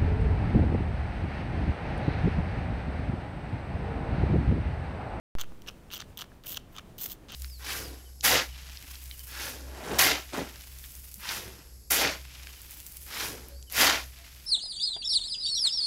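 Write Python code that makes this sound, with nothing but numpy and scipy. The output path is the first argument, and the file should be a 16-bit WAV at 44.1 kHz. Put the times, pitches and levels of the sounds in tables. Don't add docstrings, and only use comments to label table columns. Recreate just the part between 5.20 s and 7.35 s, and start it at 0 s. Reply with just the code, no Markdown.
import sys
import numpy as np
from scipy import signal
from scipy.fft import rfft, irfft
from scipy.io import wavfile
from scipy.ndimage import uniform_filter1d

SR = 44100
rng = np.random.default_rng(int(sys.argv[2]) if len(sys.argv) > 2 else 0)


def wav_record(signal):
    frames = np.transpose(np.atleast_2d(signal))
    bounded = np.clip(frames, -1, 1)
    quanta = np.round(bounded * 32767).astype(np.int16)
    wavfile.write(sys.argv[1], SR, quanta)


N = 94815
CLICK_GAIN = np.sqrt(0.0012 * SR)


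def undb(db):
    return 10 ** (np.asarray(db) / 20)


def unit(x):
    return x / np.sqrt(np.mean(x ** 2) + 1e-30)


def tone_curve(points, size, shift=1):
    hz, db = np.array(points).T
    freqs = np.maximum(np.fft.rfftfreq(size, 1 / SR), 1)
    return unit(undb(np.interp(np.log(freqs), np.log(hz * shift), db)))


def ringing(curve):
    cepstrum = irfft(np.log(curve + 1e-12))
    half = len(cepstrum) // 2
    folded = np.r_[cepstrum[0], 2 * cepstrum[1:half], np.zeros(half)]
    return irfft(np.exp(rfft(folded)))


def add(out, start, sound):
    i = int(np.clip(round(start * SR), 0, N))
    out[i:i + len(sound)] += sound[:N - i]


# frequency in Hz, relative level in dB.
RUMBLE_TONE = [(12, -25), (20, 4.5), (65, 0), (310, -9), (1760, -26), (2670, -28.5), (4060, -33),
               (13500, -38.5), (16000, -38.5)]
def room_rumble(level_db=-51.5, waver_db=1.0):
    noise = unit(irfft(rfft(rng.standard_normal(N)) * tone_curve(RUMBLE_TONE, N), N))
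    waver = uniform_filter1d(rng.standard_normal(N), size=1500)
    waver = unit(uniform_filter1d(waver, size=1500))
    return noise * undb(level_db + waver_db * waver)


def room_echo(sound, gain_db=-19, fade_s=0.37, cutoff_hz=4450, delay_s=0.0023):
    t = np.arange(N // 4) / SR
    tail = rng.standard_normal(len(t)) * np.exp(-np.log(1000) * t / fade_s) * (t > delay_s)
    lowpass = signal.butter(2, cutoff_hz, fs=SR, output="sos")
    tail = signal.sosfilt(lowpass, tail / np.linalg.norm(tail))
    return undb(gain_db) * signal.fftconvolve(sound, tail)[:N]


def milk_bubble(start=1.1183, hz=1630, fade_s=0.014, level_db=-46, rise_per_s=8):
    t = np.maximum(np.arange(N) / SR - start, 0)
    fade = np.exp(-np.log(1000) * t / fade_s)
    return undb(level_db) * fade * np.sin(2 * np.pi * hz * t * (1 + rise_per_s * t / 2))


# frequency in Hz, relative level in dB.
KNOCK_TONE = [(40, -28), (130, -1), (300, -1), (600, -12), (1100, -13.5), (2500, -33), (8000, -41)]
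# start in seconds, relative level in dB.
JAW_KNOCKS = [(0.3211, -40), (1.032, -48)]
def jaw_knocks():
    out = np.zeros(N)
    tap = ringing(tone_curve(KNOCK_TONE, size=2048))
    for start, db in JAW_KNOCKS:
        add(out, start, undb(db) * CLICK_GAIN * tap)
    return out


# frequency in Hz, relative level in dB.
HOLLOW_TONE = [(150, -20), (400, -8.5), (830, -6.5), (1250, -1.5), (1600, -3.5), (2000, -8), (2800, -6),
               (6000, -48)]
GAP_TONE = [(800, -41), (2000, -15.5), (2400, -16.5), (2750, -1), (3130, 1.6), (3500, -2.5), (3850, -6.5),
            (4300, -8), (5100, -11), (6000, -6), (7000, -14.5), (8300, -23.5), (9500, -23), (16000, -28.5)]
SPRAY_TONE = [(2500, -19.5), (6000, -13), (8500, -14), (9900, -19.5), (11200, -9.5), (12300, -8.5),
              (13500, -5.5), (14400, 0.5), (15500, -6.5), (17000, -22)]
# time in seconds, pitch multiplier.
GAP_PITCH = [(0.2, 1.044), (0.49, 0.95), (0.75, 1.007), (1.37, 1.02), (1.58, 1.045)]
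def mouth_click(start, levels, detune=0.02, lag_s=0.000235, lag_corner_hz=5150):
    gap_pitch = np.interp(start, *np.array(GAP_PITCH).T)
    shifts = np.array([1, gap_pitch, 1]) * np.exp(detune * rng.standard_normal(3))
    power = 0
    for tone, db, shift in zip((HOLLOW_TONE, GAP_TONE, SPRAY_TONE), levels, shifts):
        power += (undb(db) * tone_curve(tone, size=1024, shift=shift)) ** 2
    click = ringing(np.sqrt(power))
    freqs = np.linspace(0, SR / 2, len(power))
    uneven = unit(uniform_filter1d(rng.standard_normal(len(freqs)), size=40))
    lag = lag_s * np.exp(uneven / 2) / np.hypot(1, freqs / lag_corner_hz) ** .5
    phase = 2 * np.pi * np.cumsum(lag) * freqs[1]
    return irfft(rfft(click) * np.exp(-1j * phase))


# start and length in seconds, slips per second,
# then relative levels of hollow and gap in dB.
TEAT_SQUEAKS = [(0.486, 0.0026, 1140, -51, -39), (1.0092, 0.0017, 1470, -53, -36),
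                (1.37, 0.0035, 1560, -51, -33.5), (1.583, 0.0046, 1180, -43.5, -40.5)]
def teat_squeaks(jitter=0.1, scatter_db=2):
    out = np.zeros(N)
    for start, length, slip_rate, *levels in TEAT_SQUEAKS:
        click = mouth_click(start, levels) * np.sqrt(SR / slip_rate)
        elapsed = 0
        for stretch, strength in rng.standard_normal((10, 2)):
            if elapsed < length:
                add(out, start + elapsed, click * undb(scatter_db * strength))
            elapsed += np.exp(jitter * stretch) / slip_rate
    return out


# start, time until fading, rise time and fade time, all in seconds,
# then relative levels of hollow, gap and spray in dB.
AIR_SLURPS = [(0.184, 0.034, .001, 0.0054, -48.5, -46, -55), (0.462, 0.025, 0.014, 0.0045, -49, -50, -57),
              (0.482, 0.0097, 0.0019, 0.0029, -47.5, -43.5, -68),
              (0.706, 0.045, 0.019, 0.0051, -54.5, -44.5, -50),
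              (0.753, 0.025, 0.0017, 0.0037, -60.5, -47, -51),
              (0.781, 0.039, 0.0094, 0.0046, -54.5, -50.5, -66),
              (0.98, 0.046, 0.011, 0.0046, -51.5, -46.5, -50.5),
              (1.237, 0.026, 0.0073, .004, -56, -59, -57.5),
              (1.258, 0.083, 0.0068, 0.0077, -63, -49.5, -40),
              (1.355, 0.021, 0.0046, 0.0024, -57, -45, -51), (1.52, 0.041, 0.0074, 0.009, -65, -66, -61.5),
              (1.55, 0.046, 0.00091, 0.0012, -55, -55.5, -72), (1.786, 0.075, 0.03, 0.015, -72, -51, -39),
              (1.782, 0.025, 0.0022, 0.004, -70, -48.5, -47),
              (1.871, 0.061, 0.036, 0.0034, -73, -53, -43.5), (2.082, 0.08, 0.0043, 0.011, -54.5, -49, -72)]
def air_slurps(gaps=3, crackles_per_s=1700, scatter_db=5.7, hiss_power=0.12, gain_db=-0.06, size=8192):
    out, t = np.zeros(N), np.arange(size) / SR
    for start, length, rise, fade, *levels in AIR_SLURPS:
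        swell = np.minimum(t / rise, 1) * np.exp(-np.maximum(t - length, 0) / fade)
        for _ in range(gaps):
            bursts = rng.random(size) < crackles_per_s / gaps / SR
            strength = undb(scatter_db * np.clip(rng.standard_normal(size), -2, 1.5))
            crackle = unit(bursts * strength * rng.choice([-1, 1], size))
            hiss = np.sqrt(hiss_power) * rng.standard_normal(size)
            air = unit(crackle + hiss) * swell
            add(out, start, signal.fftconvolve(air, mouth_click(start, levels)))
    return out * undb(gain_db) / np.sqrt(gaps)


# start in seconds, then relative levels of hollow, gap and spray in dB.
MILK_POPS = [(0.1856, -44, -38, -54), (0.1969, -50, -36.5, -45), (0.2023, -58, -37, -53),
             (0.2074, -52, -39, -38), (0.2125, -45, -36, -42), (0.2124, -43, -26, -34.5),
             (0.2149, -39.5, -35.5, -40), (0.2163, -36.5, -34, -38), (0.2198, -46.5, -37.5, -51),
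             (0.2368, -42.5, -50, -68), (0.243, -48, -52, -66), (0.42, -70, -44.5, -49),
             (0.4638, -52, -51, -70), (0.4765, -47, -38, -65), (0.4815, -48, -39, -58),
             (0.484, -52, -43, -53), (0.489, -51, -41, -51), (0.4918, -53, -43, -61),
             (0.4989, -38.5, -52, -69), (0.7038, -47.5, -47, -71), (0.71, -46, -45, -70),
             (0.7143, -45, -36, -63), (0.724, -49, -43, -56), (0.7302, -61, -40.5, -44),
             (0.7362, -38, -30.5, -37), (0.741, -60, -38, -34), (0.747, -62, -34, -33),
             (0.757, -56, -39, -38), (0.7633, -60, -38, -46), (0.7687, -62, -40, -49),
             (0.7782, -44, -46, -39.5), (0.8001, -40.5, -38, -55), (0.804, -40, -30, -53),
             (0.8146, -46, -35, -69), (0.8197, -46, -36.5, -65), (0.823, -35.5, -47, -70),
             (0.9735, -52, -35, -39), (0.978, -47, -42, -36.5), (0.9862, -56, -44, -57),
             (0.9903, -56, -36.5, -35.5), (1.016, -43, -31, -47), (1.0213, -37.5, -34, -47),
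             (1.0412, -44, -47, -70), (1.2372, -58, -44.5, -61), (1.2667, -49, -41, -43),
             (1.2693, -57, -36, -35), (1.2797, -65, -45, -34), (1.319, -58, -45, -41),
             (1.3263, -56, -41, -33), (1.346, -44, -33, -42), (1.3568, -56, -41, -49),
             (1.3646, -50, -47, -55), (1.3708, -42, -37.5, -37), (1.3757, -40, -31, -49),
             (1.377, -54, -44, -56), (1.565, -41, -36.5, -52), (1.5745, -51, -42, -61),
             (1.593, -40, -48, -70), (1.5958, -45, -45.5, -72), (1.7814, -56, -57, -38.5),
             (1.7868, -61, -39, -40), (1.803, -59, -46, -37), (1.8153, -48.5, -50, -31.5),
             (1.8216, -57, -54, -31), (1.835, -58, -50, -31.5), (1.8408, -60, -48, -28),
             (1.859, -40, -42, -33), (1.8615, -52, -38.5, -29), (1.8987, -60, -47, -38),
             (1.9077, -60, -38.5, -45), (1.9186, -61, -36, -34.5), (2.1209, -46, -38.5, -39.5),
             (2.1272, -53, -48, -53), (2.1391, -58, -39, -60), (2.145, -54, -39, -68),
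             (2.1478, -44, -33.5, -59)]
def milk_pops(tear_share=0.69, tear_fade_s=0.00064, gain_db=-1, size=200):
    out, t = np.zeros(N), np.arange(size) / SR
    for start, *levels in MILK_POPS:
        tear = unit(rng.standard_normal(size) * np.exp(-t / tear_fade_s)) * np.sqrt(tear_share / size)
        tear[0] = np.sqrt(1 - tear_share)
        add(out, start, np.convolve(tear, mouth_click(start, levels)))
    return out * undb(gain_db) * CLICK_GAIN


def scene():
    goat = milk_pops() + air_slurps() + teat_squeaks() + jaw_knocks() + milk_bubble()
    return (goat + room_echo(goat) + room_rumble())[None]


SWITCH_ON_S, TREBLE_LIMIT_HZ = 0.1522, 15750
THUMP_DB, THUMP_RISE_S, THUMP_FADE_S = -23, 0.00004, 0.091
def record(dry):
    t = np.maximum(np.arange(N) / SR - SWITCH_ON_S, 0)
    thump = undb(THUMP_DB) * np.exp(-t / THUMP_FADE_S) * (1 - np.exp(-t / THUMP_RISE_S))
    switched_on = (dry + thump) * (t > 0)
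    lowpass = signal.firwin(301, TREBLE_LIMIT_HZ, fs=SR, window="blackman")
    return signal.fftconvolve(switched_on, lowpass[None], "same")


dry = scene()
out = record(dry)
wav_record(out)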